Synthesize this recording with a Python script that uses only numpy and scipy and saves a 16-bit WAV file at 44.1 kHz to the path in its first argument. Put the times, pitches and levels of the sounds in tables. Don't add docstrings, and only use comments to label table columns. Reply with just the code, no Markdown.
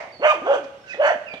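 import sys
import numpy as np
from scipy import signal
from scipy.fft import rfft, irfft
from scipy.io import wavfile
from scipy.ndimage import uniform_filter1d

SR = 44100
rng = np.random.default_rng(int(sys.argv[2]) if len(sys.argv) > 2 else 0)


def master_out(mix):
    frames = np.transpose(np.atleast_2d(mix))
    ceiling = np.clip(frames, -1, 1)
    pcm = np.round(ceiling * 32767).astype(np.int16)
    wavfile.write(sys.argv[1], SR, pcm)


N = 61739
BIN_HZ = np.arange(N // 2 + 1) * SR / N


def undb(db):
    return 10 ** (np.asarray(db) / 20)


def unit(x):
    return x / np.sqrt(np.mean(x ** 2))


def gain_at(hz, points):
    f, db = np.array(points, float).T
    return undb(np.interp(np.log(hz + 1), np.log(f), db))


def colour(x, points):
    f = BIN_HZ + 1
    edges = 1 / np.sqrt((1 + (.7 * points[0][0] / f) ** 8) * (1 + (.7 * f / points[-1][0]) ** 8))
    return unit(irfft(rfft(x) * gain_at(f, points) * edges, N))


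def noise(points):
    return colour(rng.standard_normal(N), points)


def wobble(hz):
    return unit(signal.sosfilt(signal.butter(4, hz, fs=SR, output="sos"), rng.standard_normal(N)))


def swell(t, centre, width):
    return np.exp(-.5 * ((t - centre) / width) ** 2)


def partials(weights, phases):
    return (weights * np.sin(phases)).sum(axis=0) / np.sqrt((weights ** 2).sum(axis=0) / 2)


def controls(t, rows):
    times, *columns = np.array(rows, float).T
    gate = uniform_filter1d(1. * ((t > times[0]) & (t < times[-1])), size=200)
    return [gate] + [np.interp(t, times, column) for column in columns]


def diffuse(low_hz=55, high_hz=780):
    alike = BIN_HZ ** 2 / (BIN_HZ ** 2 + low_hz ** 2) / (1 + (BIN_HZ / high_hz) ** 4)
    mid, side = rfft(rng.standard_normal((2, N)))
    mid, side = mid * np.sqrt(1 + alike), side * np.sqrt(1 - alike)
    return irfft(np.array([mid + side, mid - side]), N) / np.sqrt(2)


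# f/Hz, level/dB
AIR_SPECTRUM = [(35, -24.5), (70, -0.5), (600, -0.5), (1000, -11), (2800, -9), (6500, -23), (15000, -42)]
def still_air():
    return undb(-52.5) * colour(diffuse(), AIR_SPECTRUM)


# f/Hz, level/dB
ECHO_SPECTRUM = [(400, -22.5), (600, 2.5), (1000, -7), (1500, -15), (2100, -6), (3500, -33)]
def dying_echo(t, start_db=-31, fall_db_per_s=113):
    return colour(diffuse(), ECHO_SPECTRUM) * undb(start_db - fall_db_per_s * t)


# f/Hz, level/dB
REFLECTION_COLOUR = [(500, -2.5), (590, 2.5), (720, -2.5), (3000, 2)]
def yard(t, source, left_lag_s=.0002, fence_s=.0395, scatter_t60_s=.22, low_t60_s=.83, high_t60_s=.95):
    def arrival(x, delay_s):
        return np.array([np.interp(t - delay_s - lag_s, t, x, left=0) for lag_s in (left_lag_s, 0)])

    def fade(t60_s):
        return np.clip(t / .012, 0, 1) ** 2 * np.exp(-np.log(1000) * t / t60_s)

    thrown = irfft(rfft(source) * gain_at(BIN_HZ, REFLECTION_COLOUR), N)
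    far = diffuse()
    low = signal.sosfiltfilt(signal.butter(2, 1100, fs=SR, output="sos"), far)
    tail = (low * fade(low_t60_s) + (far - low) * fade(high_t60_s)) / np.linalg.norm(fade(low_t60_s))
    scatter = diffuse() * fade(scatter_t60_s) / np.linalg.norm(fade(scatter_t60_s))
    response = undb(-12) * tail + undb(-6.5) * scatter
    reverb = signal.fftconvolve(thrown[None], response, axes=1)[:, :N]
    return arrival(source, 0) + undb(-14) * arrival(thrown, fence_s) + reverb


# f/Hz, level/dB
BALANCE = [(500, -1.5), (2400, -6), (4400, -15.5), (8000, -16.5), (14000, 8.5)]
def shade_left(stereo):
    shade = np.sqrt(gain_at(BIN_HZ, BALANCE))
    return irfft(rfft(stereo) * np.array([shade, 1 / shade]), N)


# centre t/s, level/dB, half length/s
HISSY_BURSTS = [(0.017, -52.5, 0.017), (0.644, -49.5, 0.0088), (0.911, -45, 0.025)]
# f/Hz, level/dB
BURST_SPECTRUM = [(800, -12.5), (1600, 19.5), (3900, 1), (6200, 1.5), (12500, -44.5)]
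# onset t/s, level/dB
DULL_BUMPS = [(0.937, -31.5), (1.332, -28)]
# f/Hz, level/dB
BUMP_SPECTRUM = [(230, -13.5), (620, -5), (1100, -18), (3500, -22), (4500, -44)]
def bark_tail_and_paws(t, rise_s=.007, decay_s=.0088):
    bursts = sum(undb(db) * swell(t, at, width) for at, db, width in HISSY_BURSTS)
    rough_hiss = unit(noise(BURST_SPECTRUM) * undb(2.4 * wobble(280)))
    bumps = np.zeros(N)
    for at, db in DULL_BUMPS:
        rise = np.clip((t - at) / rise_s, 0, 1) ** 2
        bumps += undb(db) * rise * np.exp(-np.abs(t - at - rise_s) / decay_s)
    return bursts * rough_hiss + bumps * noise(BUMP_SPECTRUM)


# t/s, f/Hz, level/dB
WHINE_PATHS = [
    [(.123, 4635, -53.5), (.18, 4363, -60), (.24, 4314, -52)],
    [(.77, 5490, -75), (.85, 5350, -69)],
    [(.84, 1538, -51), (.93, 1530, -46)],
    [(.878, 2823, -45.5), (.897, 2558, -44.5), (.913, 2511, -31), (.945, 2550, -59)],
    [(.928, 2120, -35), (.939, 1860, -27.5)],
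    [(1.264, 2850, -47), (1.282, 2614, -36), (1.296, 2381, -41), (1.35, 2351, -41)],
]
def whine(t, rows, jitter_hz=32, shimmer=.35):
    gate, hz, db = controls(t, rows)
    quaver = np.interp(hz, [2600, 4300], [1, .15])
    phase = 2 * np.pi * np.cumsum(hz + quaver * jitter_hz * wobble(400)) / SR
    octave = undb(-23.5) * gain_at(2 * hz, [(5050, -1), (5300, -14)])
    tone = np.sqrt(2) * (np.sin(phase) + octave * np.sin(2 * phase))
    return gate * undb(db) * tone * (1 + quaver * shimmer * wobble(90))


# centre t/s, half length/s, f/Hz, level/dB
MOUTH_RINGS = [(.512, .02, 835, -28.5), (.548, 0.0086, 1520, -27), (1.085, 0.011, 1900, -28),
               (1.07, 0.024, 4430, -53), (1.085, 0.0094, 5830, -50)]
def mouth_ring(t, at, width, hz, db, half_band_hz=40, rise_per_s=.25):
    phase = 2 * np.pi * np.cumsum(hz * (1 + rise_per_s * (t - at))) / SR
    band = wobble(half_band_hz) * np.cos(phase) + wobble(half_band_hz) * np.sin(phase)
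    return undb(db) * swell(t, at, width) * band


# f/Hz, level/dB
THROAT_COLOUR = [(250, 4), (600, 13), (900, 0.5), (1600, -18.5), (2450, -16.5), (3000, -11.5),
                 (4000, -49.5), (6100, -48.5), (11000, -77)]
def vocal_folds(hz, jitter, shimmer, overtone_db, flutter_hz=178.5):
    phase = 2 * np.pi * np.cumsum(hz * (1 + jitter * wobble(flutter_hz))) / SR
    harmonic = np.arange(1, 9)[:, None]
    weights = gain_at(harmonic * hz, THROAT_COLOUR) * np.where(harmonic > 1, undb(overtone_db), 1)
    tone = partials(weights, harmonic * phase) * (1 + shimmer * wobble(flutter_hz))
    return tone, phase, 1 + .75 * np.cos(phase)


# t/s, f/Hz, level/dB
YELP_PATH = [(0.272, 1248, -27.5), (0.286, 1230, -22.5), (0.3, 1219, -15), (0.316, 1214, -16.5),
             (0.322, 1043, -20), (0.334, 603, -23.5), (0.347, 407, -39.5), (0.361, 328, -43.5),
             (0.4, 326, -42)]
# f/Hz, level/dB
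HISS_SPECTRUM = [(3900, -9.5), (4450, 0), (5300, -12), (6000, 3.5), (6700, -5), (8400, -11), (12000, -51.5)]
def yelp(t, dulling_db_per_octave=13.5):
    gate, hz, db = controls(t, YELP_PATH)
    overtone_db = dulling_db_per_octave * np.log2(hz / hz.max())
    tone, _, airflow = vocal_folds(hz, jitter=.009, shimmer=.13, overtone_db=overtone_db)
    return gate * undb(db) * (tone + undb(-36) * noise(HISS_SPECTRUM) * airflow)


# t/s, f/Hz, voice level/dB, rasp level/dB
BARK_PATHS = [
    [(.195, 190.5, -37.5, -74), (.212, 371.2, -38.5, -46.5), (.23, 577.2, -21.5, -29.5),
     (.255, 613.5, -13, -16.5), (.267, 605.7, -14, -21), (.274, 664.2, -25.5, -22),
     (.325, 594.6, -38, -34.5), (.35, 479, -65.5, -42)],
    [(.418, 214.4, -34, -59.5), (.452, 383.8, -36.5, -39), (.468, 421.4, -31.5, -26.5),
     (.49, 533.5, -18, -30), (.517, 568.6, -12, -26), (.546, 503.7, -25.5, -26.5), (.572, 434.7, -36, -32),
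     (.6, 305.7, -43.5, -44), (.66, 261.5, -42.5, -56.5)],
    [(.968, 330, -51.5, -42), (.988, 484.1, -32.5, -53), (1.002, 585.5, -13.5, -41.5),
     (1.016, 646.5, -17, -29), (1.036, 559.5, -22, -23.5), (1.052, 573.5, -15.5, -21),
     (1.095, 689.2, -32, -24), (1.107, 695.7, -15, -27), (1.12, 556.7, -18, -28.5),
     (1.128, 443.6, -51, -34), (1.165, 196, -37, -48)],
]
# f/Hz, level/dB
RASP_SPECTRA = [
    [(460, -43), (780, -10), (920, -3.5), (1480, -7.5), (2070, -11.5), (2940, -11.5), (4000, -57.5)],
    [(400, -20), (620, -8.5), (1180, -13.5), (1540, -13.5), (1910, -29.5), (3300, -28), (4000, -50.5)],
    [(460, -65.5), (780, -6), (1200, -14.5), (1700, -8.5), (2200, -20.5), (2900, -21), (4000, -51.5)],
]
# f/Hz, level/dB
GROWL_SPECTRUM = [(280, -22), (570, -5.5), (700, 10), (1000, -27)]
def bark(t, rows, rasp_spectrum):
    gate, hz, voice_db, rasp_db = controls(t, rows)
    tone, phase, airflow = vocal_folds(hz, jitter=.0237, shimmer=.033, overtone_db=-6)

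    def puffs(spectrum):
        return colour(rng.standard_normal(N) * airflow, spectrum)

    halves = np.arange(3, 14)[:, None] / 2
    half_pitch = partials(gain_at(halves * hz, rasp_spectrum), halves * phase + halves ** 2)
    rasp = undb(-3) * half_pitch + undb(-.5) * puffs(rasp_spectrum) + undb(-6) * puffs(GROWL_SPECTRUM)
    progress = (t - rows[0][0]) / (rows[-1][0] - rows[0][0])
    jaw_open = swell(progress, centre=.54, width=.051)
    hiss = undb(-36 + 9 * jaw_open) * puffs(HISS_SPECTRUM)
    return gate * (undb(voice_db) * tone + undb(rasp_db) * (rasp + hiss))


def scene():
    t = np.arange(N) / SR
    barks = sum(bark(t, rows, rasp) for rows, rasp in zip(BARK_PATHS, RASP_SPECTRA)) + yelp(t)
    whines = sum(whine(t, rows) for rows in WHINE_PATHS)
    rings = sum(mouth_ring(t, *row) for row in MOUTH_RINGS)
    dog = yard(t, barks + rings + bark_tail_and_paws(t))
    dog += yard(t, whines) * undb([[-3.5], [0]])
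    return shade_left(dog + dying_echo(t)) + still_air()


def record(dry, fade_in_s=.004, top_hz=15650):
    fade_in = np.minimum(np.arange(N) / SR / fade_in_s, 1)
    return signal.sosfilt(signal.ellip(8, .2, 70, top_hz, fs=SR, output="sos"), dry * fade_in)


dry = scene()
out = record(dry)
master_out(out)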